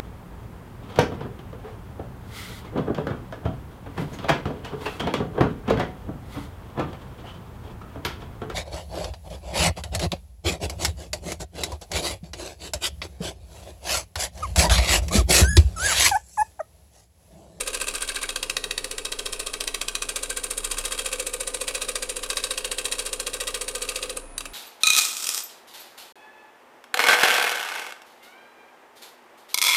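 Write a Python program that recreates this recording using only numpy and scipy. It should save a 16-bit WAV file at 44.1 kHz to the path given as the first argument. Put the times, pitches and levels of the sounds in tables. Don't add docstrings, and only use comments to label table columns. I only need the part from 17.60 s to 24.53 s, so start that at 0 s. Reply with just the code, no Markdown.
import sys
import numpy as np
from scipy import signal
from scipy.fft import rfft, irfft
from scipy.io import wavfile

SR = 44100
rng = np.random.default_rng(int(sys.argv[2]) if len(sys.argv) > 2 else 0)


def store_pcm(level_fs):
    pcm = np.round(np.clip(level_fs, -1, 1) * 32767).astype(np.int16)
    wavfile.write(sys.argv[1], SR, np.atleast_2d(pcm).T)


N = 305613
TIME = np.arange(N) / SR
TURN_HZ = 14.47943
TURNS = np.arange(int(N / SR * TURN_HZ) + 2) / TURN_HZ


def amp(db):
    return 10 ** (np.asarray(db) / 20)


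def unit(x):
    return x / np.sqrt(np.mean(x ** 2) + 1e-20)


def curve(rows, t, column=1):
    rows = np.asarray(rows)
    return np.interp(t, rows[:, 0], rows[:, column])


def shape(points, hz):
    f, db = np.transpose(points)
    return amp(np.interp(np.log(hz + 1), np.log(f), db))


def drift(hz):
    f = np.fft.rfftfreq(N, 1 / SR)
    return unit(irfft(rfft(rng.standard_normal(N)) * np.exp(-(f / hz) ** 2), N))


def colour(x, gain, size=4096):
    log_gain = np.log(gain(abs(np.fft.fftfreq(size, 1 / SR))) + 1e-6)
    taps = np.fft.ifft(np.exp(np.conj(signal.hilbert(log_gain)))).real[:size // 2]
    return signal.oaconvolve(x, taps / np.linalg.norm(taps))[:N]


def resonance(hz, centre, width):
    return 1 / (1 + 2 * ((hz - centre) / width) ** 2) ** 2


def arch(t, start, end):
    progress = np.clip((t - start) / (end - start), 0, 1)
    return np.maximum(np.sin(np.pi * progress), 0) ** 0.45


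def contact(ms, rise_ms, length_ms):
    return np.clip(ms / rise_ms, 0, 1) * np.exp(-(ms / length_ms) ** 2)


def passing(bite, at_ms, rise_ms, length_ms):
    turn, fraction = np.divmod((TIME - at_ms / 1000) * TURN_HZ, 1)
    return bite[np.maximum(turn, 0).astype(int)] * contact(fraction / TURN_HZ * 1000, rise_ms, length_ms)


def lift(t, ease_s=6.4, clear_s=6.62, fade_db_per_s=31):
    return amp(-fade_db_per_s * np.maximum(t - ease_s, 0)) * np.clip((clear_s - t) / 0.015, 0, 1)


# (start [s], end [s], depth [0-1], shaving force [dB], lead on the ridge [ms],
# tear ratio [dB]). A tear ratio weighs tearing fibres against the ringing of tool and bowl.
PUSHES = [(0.0, 0.703, 0.67, -26, 8.6, 4.5), (0.657, 1.016, 0, -24.5, 2.9, 9),
          (1.18, 1.61, 0, -28.5, 4, 17), (1.593, 1.964, 1, -28, 4.4, 10),
          (3.012, 3.658, 0.81, -28, 8.2, 0.5), (3.99, 4.297, 0.74, -30, 5.5, 2),
          (4.6, 4.92, 1, -32, 8.1, 8), (5.157, 5.513, 1.0, -25.5, 5.7, 6),
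          (5.697, 5.984, 0.92, -45, 2.5, -2), (6.136, 6.5, 0.83, -32, 8.5, 3)]


def shaving():
    for start, end, _, db, lead_ms, tear_db in PUSHES:
        yield passing(amp(db) * arch(TURNS, start, end), -lead_ms, rise_ms=3, length_ms=9), tear_db, 1


# (time [s], slack [0-1], offset to every tear ratio [dB])
HOLD = [(0, 0, -0.5), (.62, 0.13, -4.5), (.78, .9, -2), (1.35, 1, -2), (1.78, 0.65, 1.5), (2.1, 1, 1),
        (2.58, 0, 0), (2.9, 0, 1.5), (3.45, 0, 3), (4.0, 0.03, 0.5), (4.45, 0.14, -1.5), (5.0, 0.13, -2.5),
        (5.3, 0.13, 1), (6.4, 0.15, 0.5)]
# (time into turn [ms], rise [ms],
# length [ms], force [dB], gain at full push [dB], loss when slack [dB], tear ratio [dB], drag [0-1])
HIGH_SPOTS = [(0.06, 0.99, 9.1, -32.5, -1, 8, 6, 0.04), (3.92, 1.3, 6, -32, 11, 16, -6.5, 0),
              (6, 3.83, 8.63, -17.5, -0.8, 22, 8.5, 0.7), (13.66, 0.57, 15.8, -38, 6, 13.5, -19.5, 0.81),
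              (31, 5.3, 9.4, -33, 5, 11, -3.3, 0.84)]


def riding():
    push = sum(depth * arch(TURNS, start, end) for start, end, depth, *_ in PUSHES)
    slack = curve(HOLD, TURNS)
    for at_ms, rise_ms, length_ms, db, push_db, slack_db, tear_db, drag in HIGH_SPOTS:
        bite = amp(db + push_db * push - slack_db * slack) * lift(TURNS)
        yield passing(bite, at_ms, rise_ms, length_ms), tear_db, drag


def grain(kept, lumpy_db):
    size, count = round(SR / TURN_HZ), len(TURNS)
    fibres = rng.standard_normal((count, size))
    for k in range(1, count):
        fibres[k] = kept * fibres[k - 1] + np.sqrt(1 - kept ** 2) * fibres[k]
    turn, fraction = np.divmod(TIME * TURN_HZ, 1)
    under_edge = fibres[turn.astype(int), (fraction * size).astype(int)]
    return unit(under_edge * amp(lumpy_db * drift(510)))


# (frequency [Hz], width [Hz], level struck [dB], level dragged [dB])
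BODY_MODES = [(1114, 170, -3, 0.5), (1220, 60, -21, 2.5), (1545, 130, -4.5, 0.5), (1890, 180, 1.5, -10),
              (2294, 68, 0, 2.5), (2557, 240, 1, 1.5), (2770, 237, 1, -2), (3266, 168, 4.5, -4),
              (3830, 363, 4.5, -3.5), (4570, 320, 1.5, -11.5), (5290, 1430, -4.5, -41)]
# (frequency [Hz], relative level [dB])
BODY_SPECTRUM = [(100, -41.5), (280, -11.5), (520, 11), (800, -4.5), (1100, -2.5), (2100, -2.5),
                 (4600, -0.5), (7000, 2), (10000, 1), (16000, -18)]


def body(hz, dragged, floor_db=-14):
    power = sum(amp(levels[dragged]) ** 2 * resonance(hz, f, width) for f, width, *levels in BODY_MODES)
    return np.sqrt(power + amp(floor_db) ** 2) * shape(BODY_SPECTRUM, hz)


# (frequency [Hz], relative level [dB])
TEAR_SPECTRUM = [(500, -44), (3000, -23), (5500, -17), (6700, -5), (7800, -0.5), (8900, 2), (9700, 1),
                 (10500, -8.5), (12000, -11.5), (12900, -20.5), (13450, -11), (14200, -42), (16000, -89)]


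def scraper():
    rubbing = (amp(-53.5) * lift(TIME), 0, 0.5)
    hold_ratio = amp(curve(HOLD, TIME, column=2)) ** 2
    knock_power, rasp_power, tear_power = np.zeros((3, N))
    for force, tear_db, drag in [rubbing, *shaving(), *riding(), *bouncing(), *catching()]:
        tear_ratio = hold_ratio * amp(tear_db) ** 2
        ringing = force ** 2 / (1 + tear_ratio)
        knock_power += ringing * (1 - drag)
        rasp_power += ringing * drag
        tear_power += ringing * tear_ratio
    knock = colour(np.sqrt(knock_power) * grain(kept=0.62, lumpy_db=0.37), lambda hz: body(hz, False))
    rasp = colour(np.sqrt(rasp_power) * grain(kept=0.67, lumpy_db=2.5), lambda hz: body(hz, True))
    tear = colour(np.sqrt(tear_power) * grain(kept=0.62, lumpy_db=1), lambda hz: shape(TEAR_SPECTRUM, hz))
    return amp(1.36) * knock + amp(1.86) * rasp + amp(-2.5) * tear


# (time [s], gain [dB])
LOW_RING_GAIN = [(0.3, 0), (0.9, 1.5), (1.5, -3.5), (2.2, 1.5), (2.7, 0), (3.3, 3), (4.2, -3), (4.8, -3.5),
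                 (5.5, 0)]


def vary_low_ring(cut, hz=1154, q=7.7):
    band = signal.lfilter(*signal.iirpeak(hz, q, SR), cut)
    return cut + (amp(curve(LOW_RING_GAIN, TIME)) - 1) * band


# (frequency [Hz], sag [Hz/ms],
# time into turn [ms], rise [ms], length [ms], echo delay [ms], echo gain [dB])
WALL_MODES = [(440, 1.25, -4, 6, 18.2, 26.8, 0.5), (542.9, 1.84, 2, 11, 30.4, 46.4, -6.5)]
# (time [s], lower mode rms [dB], upper mode rms [dB])
WALL_LEVELS = [(0.1, -45.5, -41), (0.55, -51.5, -54.5), (1.0, -46, -49), (1.7, -44.5, -47.5),
               (2.2, -46.5, -61.5), (2.65, -50.5, -44), (3.15, -48.5, -47), (3.55, -48, -39.5),
               (4.8, -47, -43), (6.5, -46, -40)]


def bowl_wall(roughness=0.31, free_s=6.56, fade_db_per_s=133):
    blows = np.diff(np.floor(TIME * TURN_HZ), prepend=-1)
    ms, out = TIME[:SR // 5] * 1000, np.zeros(N)
    for k, (hz, sag, at_ms, rise_ms, length_ms, echo_ms, echo_db) in enumerate(WALL_MODES):
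        def thump(age_ms):
            cycles = (hz - sag * age_ms / 2) * age_ms / 1000
            return contact(age_ms, rise_ms, length_ms) * np.exp(2j * np.pi * cycles)
        ring = signal.oaconvolve(blows, thump(ms) + amp(echo_db) * thump(ms - echo_ms))[:N]
        rough_ring = (ring * (1 + roughness * (drift(74) + 1j * drift(65)))).real
        delayed = np.interp(TIME - at_ms / 1000, TIME, rough_ring, left=0, right=0)
        out += amp(curve(WALL_LEVELS, TIME, column=k + 1)) * unit(delayed)
    return out * amp(-fade_db_per_s * np.maximum(TIME - free_s, 0))


# (time [s], rms level [dB])
SHAKE_LEVELS = [(0, -43.5), (2.8, -44.5), (3.15, -38), (3.5, -44.5)]
# (frequency [Hz], relative level [dB])
RUMBLE_SPECTRUM = [(24, -38), (45, -15), (110, -16), (200, -17), (350, -11.5), (750, -17.5), (1020, -15),
                   (4700, -35.5), (8500, -37), (10000, -43), (10800, -56), (16000, -82)]
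# (frequency [Hz], rms level [dB])
WHINE_TONES = [(277, -58), (683, -61.5), (2519, -63.5), (9146, -62), (9717, -62), (9943, -61), (10056, -66),
               (10170, -57.5)]


def lathe():
    phase = 2 * np.pi * 2 * TURN_HZ * TIME
    swing = np.sin(phase) * (1 + 0.12 * drift(5))
    swing += amp(-17) * np.sin(2 * phase) * (1 + 0.3 * drift(3))
    swing += amp(-8) * np.sin(phase / 2) * (1 + drift(0.33))
    shake = amp(curve(SHAKE_LEVELS, TIME)) * unit(swing)
    rumble = amp(-49) * colour(rng.standard_normal(N), lambda hz: shape(RUMBLE_SPECTRUM, hz))
    whine = sum(amp(db) * unit(np.sin(2 * np.pi * hz * TIME + 1.42 * drift(9.4)))
                for hz, db in WHINE_TONES)
    return shake + rumble + whine


def reflections(x, t60, delay_s, echoes_per_s=4000):
    t = TIME[:SR // 2]
    signs = rng.choice([-1., 1.], len(t))
    arrivals = (rng.random(len(t)) < echoes_per_s / SR) * (t > delay_s)
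    taps = signs * arrivals * 10 ** (-3 * t / t60)
    return signal.oaconvolve(x, taps / np.linalg.norm(taps))[:N]


def moving_echoes(x, t60, delay_s, count=3, change_hz=0.442):
    fades = [np.cos(np.pi * (change_hz * TIME + k / count)) ** 4 for k in range(count)]
    total = np.sqrt(sum(fade ** 2 for fade in fades))
    return sum(reflections(x * fade / total, t60, delay_s) for fade in fades)


# (peak time [s], peak force [dB], build-up [dB/s], fade [dB/s])
SQUAWKS = [(0.64, -21.5, 41, 450), (2.7, -31.5, 143, 35)]
# (frequency [Hz], width [Hz], relative level [dB])
BLADE_MODES = [(1557, 130, 4), (2280, 220, -5)]


def blade_chatter():
    bite = sum(amp(db - np.maximum(build * (s - TURNS), fade * (TURNS - s)))
               for s, db, build, fade in SQUAWKS)
    force = passing(bite, at_ms=13.8, rise_ms=1.7, length_ms=8.5)

    def bending(hz):
        return np.sqrt(sum(amp(db) ** 2 * resonance(hz, f, width) for f, width, db in BLADE_MODES))
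    return colour(force * grain(kept=0.5, lumpy_db=1), bending)


# (start [s], end [s], first force [dB], last force [dB], time into turn [ms], tear ratio [dB])
BOUNCES = [(0.66, 1.0, -22.5, -16.5, 0.054, -6.5), (1.01, 1.21, -20.5, -17.5, 4, -3),
           (1.22, 2.5, -19, -35, 0.07, 1.5), (1.42, 1.97, -22, -20.5, 4, -3),
           (1.98, 2.6, -17, -18.5, 3.74, -1.5), (4.04, 4.3, -20, -25.5, 3.7, -3),
           (4.325, 4.528, -18.5, -27.5, 3.85, -0.5), (4.66, 5.45, -19.5, -22, 3.74, 0),
           (5.48, 5.7, -20.5, -20, 4.15, 0), (5.63, 5.91, -32, -22.5, 0.06, 2),
           (5.91, 6.53, -22.5, -28, 3, -4.5)]


def bouncing():
    for start, end, first_db, last_db, at_ms, tear_db in BOUNCES:
        bite = amp(np.interp(TURNS, [start, end], [first_db, last_db])) * (TURNS > start) * (TURNS < end)
        landing = passing(bite, at_ms, rise_ms=0.8, length_ms=4.25)
        skid = passing(amp(-14) * bite, at_ms, rise_ms=8.1, length_ms=16.3)
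        yield landing, tear_db, 0.042
        yield skid, -6, 1


# (time [s], force [dB], length [ms], tear ratio [dB], drag [0-1])
CATCHES = [(0.704, -25, 4, 5, 0.8), (2.038, -24, 4.1, -3, 0.4), (6.571, -18.5, 3.5, 10, 0.7),
           (6.7785, -16, 4.4, 6, 0.55), (6.805, -27.5, 6.3, -22, 1), (6.8533, -32.5, 11.5, -3.5, 0.96)]


def catching():
    for s, db, length_ms, tear_db, drag in CATCHES:
        yield amp(db) * contact((TIME - s) * 1000, rise_ms=2, length_ms=length_ms), tear_db, drag


def hum(hz=147):
    tone = unit(np.sin(2 * np.pi * hz * TIME + 0.5 * drift(8)))
    return amp(-59.5) * arch(TIME, start=0.8, end=1.36) * tone


def scene():
    cut = vary_low_ring(scraper()) + blade_chatter()
    near = amp(-10) * moving_echoes(cut, t60=0.071, delay_s=0.0015)
    far = amp(-13) * reflections(cut, t60=0.42, delay_s=0.0076)
    return (cut + near + far + bowl_wall() + lathe() + hum())[None]


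def record(dry):
    taps = signal.firwin(401, 16200, window=("kaiser", 9), fs=SR)
    return signal.oaconvolve(dry, taps[None], "same")


dry = scene()
out = record(dry)
store_pcm(out)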